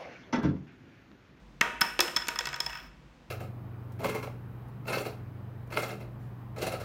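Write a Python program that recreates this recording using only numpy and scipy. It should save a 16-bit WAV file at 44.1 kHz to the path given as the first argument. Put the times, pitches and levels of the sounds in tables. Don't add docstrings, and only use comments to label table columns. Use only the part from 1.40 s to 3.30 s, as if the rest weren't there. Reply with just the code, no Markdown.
import sys
import numpy as np
from scipy import signal
from scipy.fft import rfft, irfft, next_fast_len
from scipy.io import wavfile
from scipy.ndimage import map_coordinates

SR = 44100
rng = np.random.default_rng(int(sys.argv[2]) if len(sys.argv) > 2 else 0)


def store_wav(level_fs):
    pcm = np.round(np.clip(np.atleast_2d(level_fs), -1, 1) * 32767)
    wavfile.write(sys.argv[1], SR, pcm.T.astype(np.int16))


def nominal_scale(level):
    x = np.asarray(level, float) / 20
    return 10 ** x


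N = 83790


def unit(x):
    return x / np.sqrt(np.mean(x ** 2) + 1e-20)


def along(points, hz):
    f, v = np.transpose(points)
    return np.interp(np.log(hz + 1), np.log(f + 1), v)


def filtered(x, response):
    n = x.shape[-1]
    m = next_fast_len(n + 2048)
    return irfft(rfft(x, m) * response(np.fft.rfftfreq(m, 1 / SR)), m)[..., :n]


def wobble(rate):
    knots = rng.standard_normal(int(N * rate / SR) + 4)
    return map_coordinates(knots, [np.arange(N) * rate / SR])


def ringing(peaks):
    def response(f):
        total = 0
        for k, (hz, width, db) in enumerate(peaks):
            total = total + (-1) ** k * nominal_scale(db) * 1j * f * width / (hz * hz - f * f + 1j * f * width)
        return total
    return response


# frequency in Hz, density in dB per Hz.
AIR_SPECTRUM = [(15, -71), (25, -17), (54, 2), (91, -15.5), (150, -5), (327, -11), (361, -13), (414, -21.5),
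                (500, -14), (650, -35), (1100, -120)]
# frequency in Hz, density in dB per Hz.
HISS_SPECTRUM = [(480, -2), (640, -2), (790, -4), (950, -2), (1300, -5.5), (2600, -10), (6300, -21),
                 (10500, -35), (16400, -35.5)]


def background():
    low, high = rng.standard_normal((2, N))
    air = filtered(low, lambda f: nominal_scale(along(AIR_SPECTRUM, f) - 60 * (f > 520)))
    air = unit(nominal_scale(0.83 * wobble(11.04)) * air)
    hiss = unit(filtered(high, lambda f: nominal_scale(along(HISS_SPECTRUM, f) - 60 * (f < 480))))
    hum_hz = 49.2 + 1.4 * wobble(4.5)
    hum = nominal_scale(-58.5 - 3.5 * wobble(8.7)) * np.sin(2 * np.pi * np.cumsum(hum_hz) / SR)
    return nominal_scale(-56.5) * air + nominal_scale(-63) * hiss + hum


def drone():
    band = ringing([(139.4, 14, 0)])
    tone = filtered(rng.standard_normal(N), lambda f: band(f) ** 2)
    return nominal_scale(-63) * unit(nominal_scale(9.1 * wobble(5)) * tone)


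# frequency in Hz, width in Hz, level in dB.
BOARD_MODES = [(624.7, 53, -10.5), (771.4, 25, -5.5), (939.8, 32, 3.5), (1256, 81, -1), (1482.5, 58, 5),
               (1753, 120, -8), (1900, 49, 4.5), (2218, 69, -7), (2621, 98, 3), (3030, 650, -8),
               (3402, 65, -1.5), (1850, 1270, -7)]
BOARD_TOP_HZ = 4300


def board(f):
    lowpass = 1 + 1j * f / BOARD_TOP_HZ / 0.7 - (f / BOARD_TOP_HZ) ** 2
    return ringing(BOARD_MODES)(f) / lowpass ** 2


# frequency in Hz, level in dB, T60 in seconds.
SHELL_MODES = [(5243, -1, 0.026), (3366, -11.5, 0.04)]


def shell_ring(t):
    ring = np.zeros(len(t))
    for hz, db, t60 in SHELL_MODES:
        luck_db, detune = rng.standard_normal(2) * [2, 0.006]
        ring += nominal_scale(db + luck_db - 60 * t / t60) * np.sin(2 * np.pi * hz * (1 + detune) * t)
    onset = 1 - np.exp(-t / 0.0014)
    choke = 1 + np.exp(np.minimum((t - 0.0125) / 0.0008, 50))
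    return ring * onset / choke


# frequency in Hz, level in dB.
CLICK_SPECTRUM = [(2500, -33), (3500, 1), (4600, 2.5), (6000, 1.5), (7500, -0.5), (8500, -14.5),
                  (10000, -37)]
# frequency in Hz, level in dB.
SPARKLE_SPECTRUM = [(7000, -32.5), (8900, -2), (10400, -13), (12100, -1), (13400, -12.5), (15100, -4),
                    (16400, -17.5)]
CHATTER_S, CHATTER_RISE_S, CHATTER_T60, SPARKLE_T60 = 0.0027, 0.00069, 0.006, 0.0058
CLICK_DB, SHELL_DB, BOARD_DB, SPARKLE_DB = -2.5, 7, 6, 2.5


def contact(click_db, shell_db, board_db, sparkle_db):
    t = np.arange(SR // 16) / SR
    rise = 1 - np.exp(-t / CHATTER_RISE_S)
    grip = rise * nominal_scale(-60 * np.maximum(t - CHATTER_S, 0) / CHATTER_T60)
    glint = rise * nominal_scale(-60 * t / SPARKLE_T60)
    chatter = rng.standard_normal((3, len(t))) * [grip, grip, glint]

    shell = nominal_scale(SHELL_DB + shell_db) * shell_ring(t)
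    far = shell * np.exp(-t / 0.005)
    out = np.array([shell, far * np.linalg.norm(shell) / np.linalg.norm(far)])

    impulse = np.arange(len(t)) == 60
    colours = [lambda f: nominal_scale(along(CLICK_SPECTRUM, f)), board, lambda f: nominal_scale(along(SPARKLE_SPECTRUM, f))]
    levels = [CLICK_DB, BOARD_DB + board_db, SPARKLE_DB + sparkle_db]
    for noise, colour, db in zip(chatter, colours, levels):
        near, blow = filtered(np.array([noise, impulse]), colour)
        blow = blow * np.linalg.norm(near) / np.linalg.norm(blow)
        out = out + nominal_scale(db) * np.array([near, blow]) / np.abs(near).max()
    return nominal_scale(click_db) * out


def thud(db, hz, width_hz):
    t = np.arange(SR // 10) / SR
    band = ringing([(hz, width_hz, 0)])
    push = np.sin(np.pi * np.minimum(t * hz / 0.24, 1))
    y = filtered(push, lambda f: band(f) * 1j * f / (hz + 1j * f))
    return np.tile(nominal_scale(db) * y / np.abs(y).max(), (2, 1))


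# frequency in Hz, T60 in seconds.
ROOM_DECAY = [(150, 0.34), (400, 0.9), (1000, 0.56), (2800, 0.66), (5200, 0.44), (8000, 0.59),
              (15000, 0.39)]
# frequency in Hz, level in dB.
ROOM_COLOUR = [(150, -2.5), (500, 1), (2000, -0.5), (4500, -6.5), (8000, -5), (15000, -5)]


def room(x):
    hz, t, z = signal.stft(rng.standard_normal(int(0.8 * SR)), SR, nperseg=256)
    decay = nominal_scale(-60 * t / along(ROOM_DECAY, hz)[:, None])
    tail = signal.istft(z * decay, SR, nperseg=256)[1]
    tail = tail * (1 - np.exp(-np.arange(len(tail)) / SR / 0.0027))
    tail = nominal_scale(-4.5) * tail / np.linalg.norm(tail)
    echo = np.arange(len(tail)) == round(0.031 * SR)
    tail += nominal_scale(-14.5) * filtered(echo, lambda f: 1 / (1 + (f / 3500) ** 4))
    return signal.fftconvolve(x, filtered(tail, lambda f: nominal_scale(along(ROOM_COLOUR, f))))


# start in seconds, click peak in dB, then shell, board and sparkle in dB over it.
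BOUNCES = [(0.21, -19, -12.5, 3.5, -10.5), (0.4086, -28, -16, 4.5, 6.5), (0.413, -14.5, -1.5, -4.5, -6),
           (0.591, -25, -8, 3, -12), (0.6029, -14, -2.5, -12.5, -14.5), (0.6043, -10, -7, -15.5, -6),
           (0.6782, -35.5, -13, 6, -4.5), (0.7621, -14.5, -1, -12, -19.5), (0.7681, -20.5, -11, -5, -9),
           (0.8188, -39.5, 9, 3, -23), (0.87, -29, -29, -10, -18), (0.8826, -20.5, -36, -6.5, -4.5),
           (0.886, -19.5, -11.5, -8.5, -22), (0.9571, -38, 4, 7, -1), (0.9877, -15, -8, -13, -20.5),
           (1.0061, -33, -16, 1, -5.5)]
# start in seconds, click peak in dB, then shell, board and sparkle in dB over it.
RATTLE = [(1.0544, -24, -11, -7.5, -18), (1.0696, -26.5, -6.5, -4, -7.5), (1.088, -27, -14, -9.5, -26),
          (1.1282, -33, -6, 1, -10), (1.1408, -28, -2, -2.5, -22), (1.16, -32.5, -12, -6, -9),
          (1.2022, -19, -2.5, -10.5, -10.5), (1.2621, -27.5, 1, -5, -7), (1.2942, -40, -2, -2, -14),
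          (1.3019, -39.5, 0.5, 1, -7), (1.3285, -37, -18, 0.5, -24.5), (1.3516, -44.5, 7, 7.5, -5),
          (1.372, -41.5, -1, -1, -16), (1.3854, -53.5, 4, 9.5, -8), (1.4, -53.5, 8.5, 7, -2)]
# start in seconds,
# level in dB, pitch in Hz, width in Hz.
THUDS = [(0.2114, -26, 192, 119), (0.2112, -24.5, 506, 205), (0.415, -29.5, 196, 122),
         (0.415, -34, 463, 207), (.592, -27, 356.5, 30), (.5918, -10.5, 2760, 900), (.595, -20, 930, 500),
         (0.2106, -13.5, 2280, 900), (0.2156, -17, 1900, 900), (0.4191, -17.5, 5337, 90),
         (0.2122, -17, 5990, 713), (.592, -23.5, 481, 111), (0.604, -40, 198, 101),
         (0.678, -42.5, 196, 78.5), (0.763, -36.5, 193, 80), (.884, -31, 306, 242),
         (1.007, -35.5, 498, 71.5), (1.071, -36.5, 370, 203), (1.203, -37, 392, 248)]
LAG_S = 0.0005
PATHS = 7


def piece():
    hits = [(s + LAG_S, contact(*row)) for s, *row in list(BOUNCES) + list(RATTLE)]
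    hits += [(s, thud(*row)) for s, *row in THUDS]
    near, far = np.zeros(N + SR), np.zeros((PATHS, N + SR))
    for k, (s, (direct, blow)) in enumerate(hits):
        start = round(s * SR)
        near[start:][:len(direct)] += direct
        far[k % PATHS, start:][:len(blow)] += blow
    return near[:N] + sum(room(path[:N])[:N] for path in far)


# time in seconds, level in dB.
ROLL = [
    (1.15, -81),
    (1.28, -53),
    (1.4, -51),
    (1.465, -53.5),
    (1.5, -76),
]


def rolling():
    s, db = np.transpose(ROLL)
    grit = rng.standard_normal((3, N)) * nominal_scale(1.5 * wobble(60))
    ring = ringing([(SHELL_MODES[0][0], 150, 0)])
    fizz = ringing([(14600, 2500, 0)])
    layers = [board, ring, lambda f: fizz(f) ** 2]
    mix = sum(nominal_scale(g) * unit(filtered(x, c)) for x, c, g in zip(grit, layers, [0, -5, -16]))
    return nominal_scale(np.interp(np.arange(N) / SR, s, db, left=-120, right=-120)) * mix


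def scene():
    return (background() + drone() + piece() + rolling())[None]


def top_cut(x):
    return signal.sosfilt(signal.butter(12, 16960, fs=SR, output="sos"), x)


def record(dry):
    mix = filtered(dry, lambda f: 1 / (1 + (34 / (f + 1)) ** 8) / (1 + (f / 16300) ** 60))
    return top_cut(mix)


dry = scene()
out = record(dry)
store_wav(out)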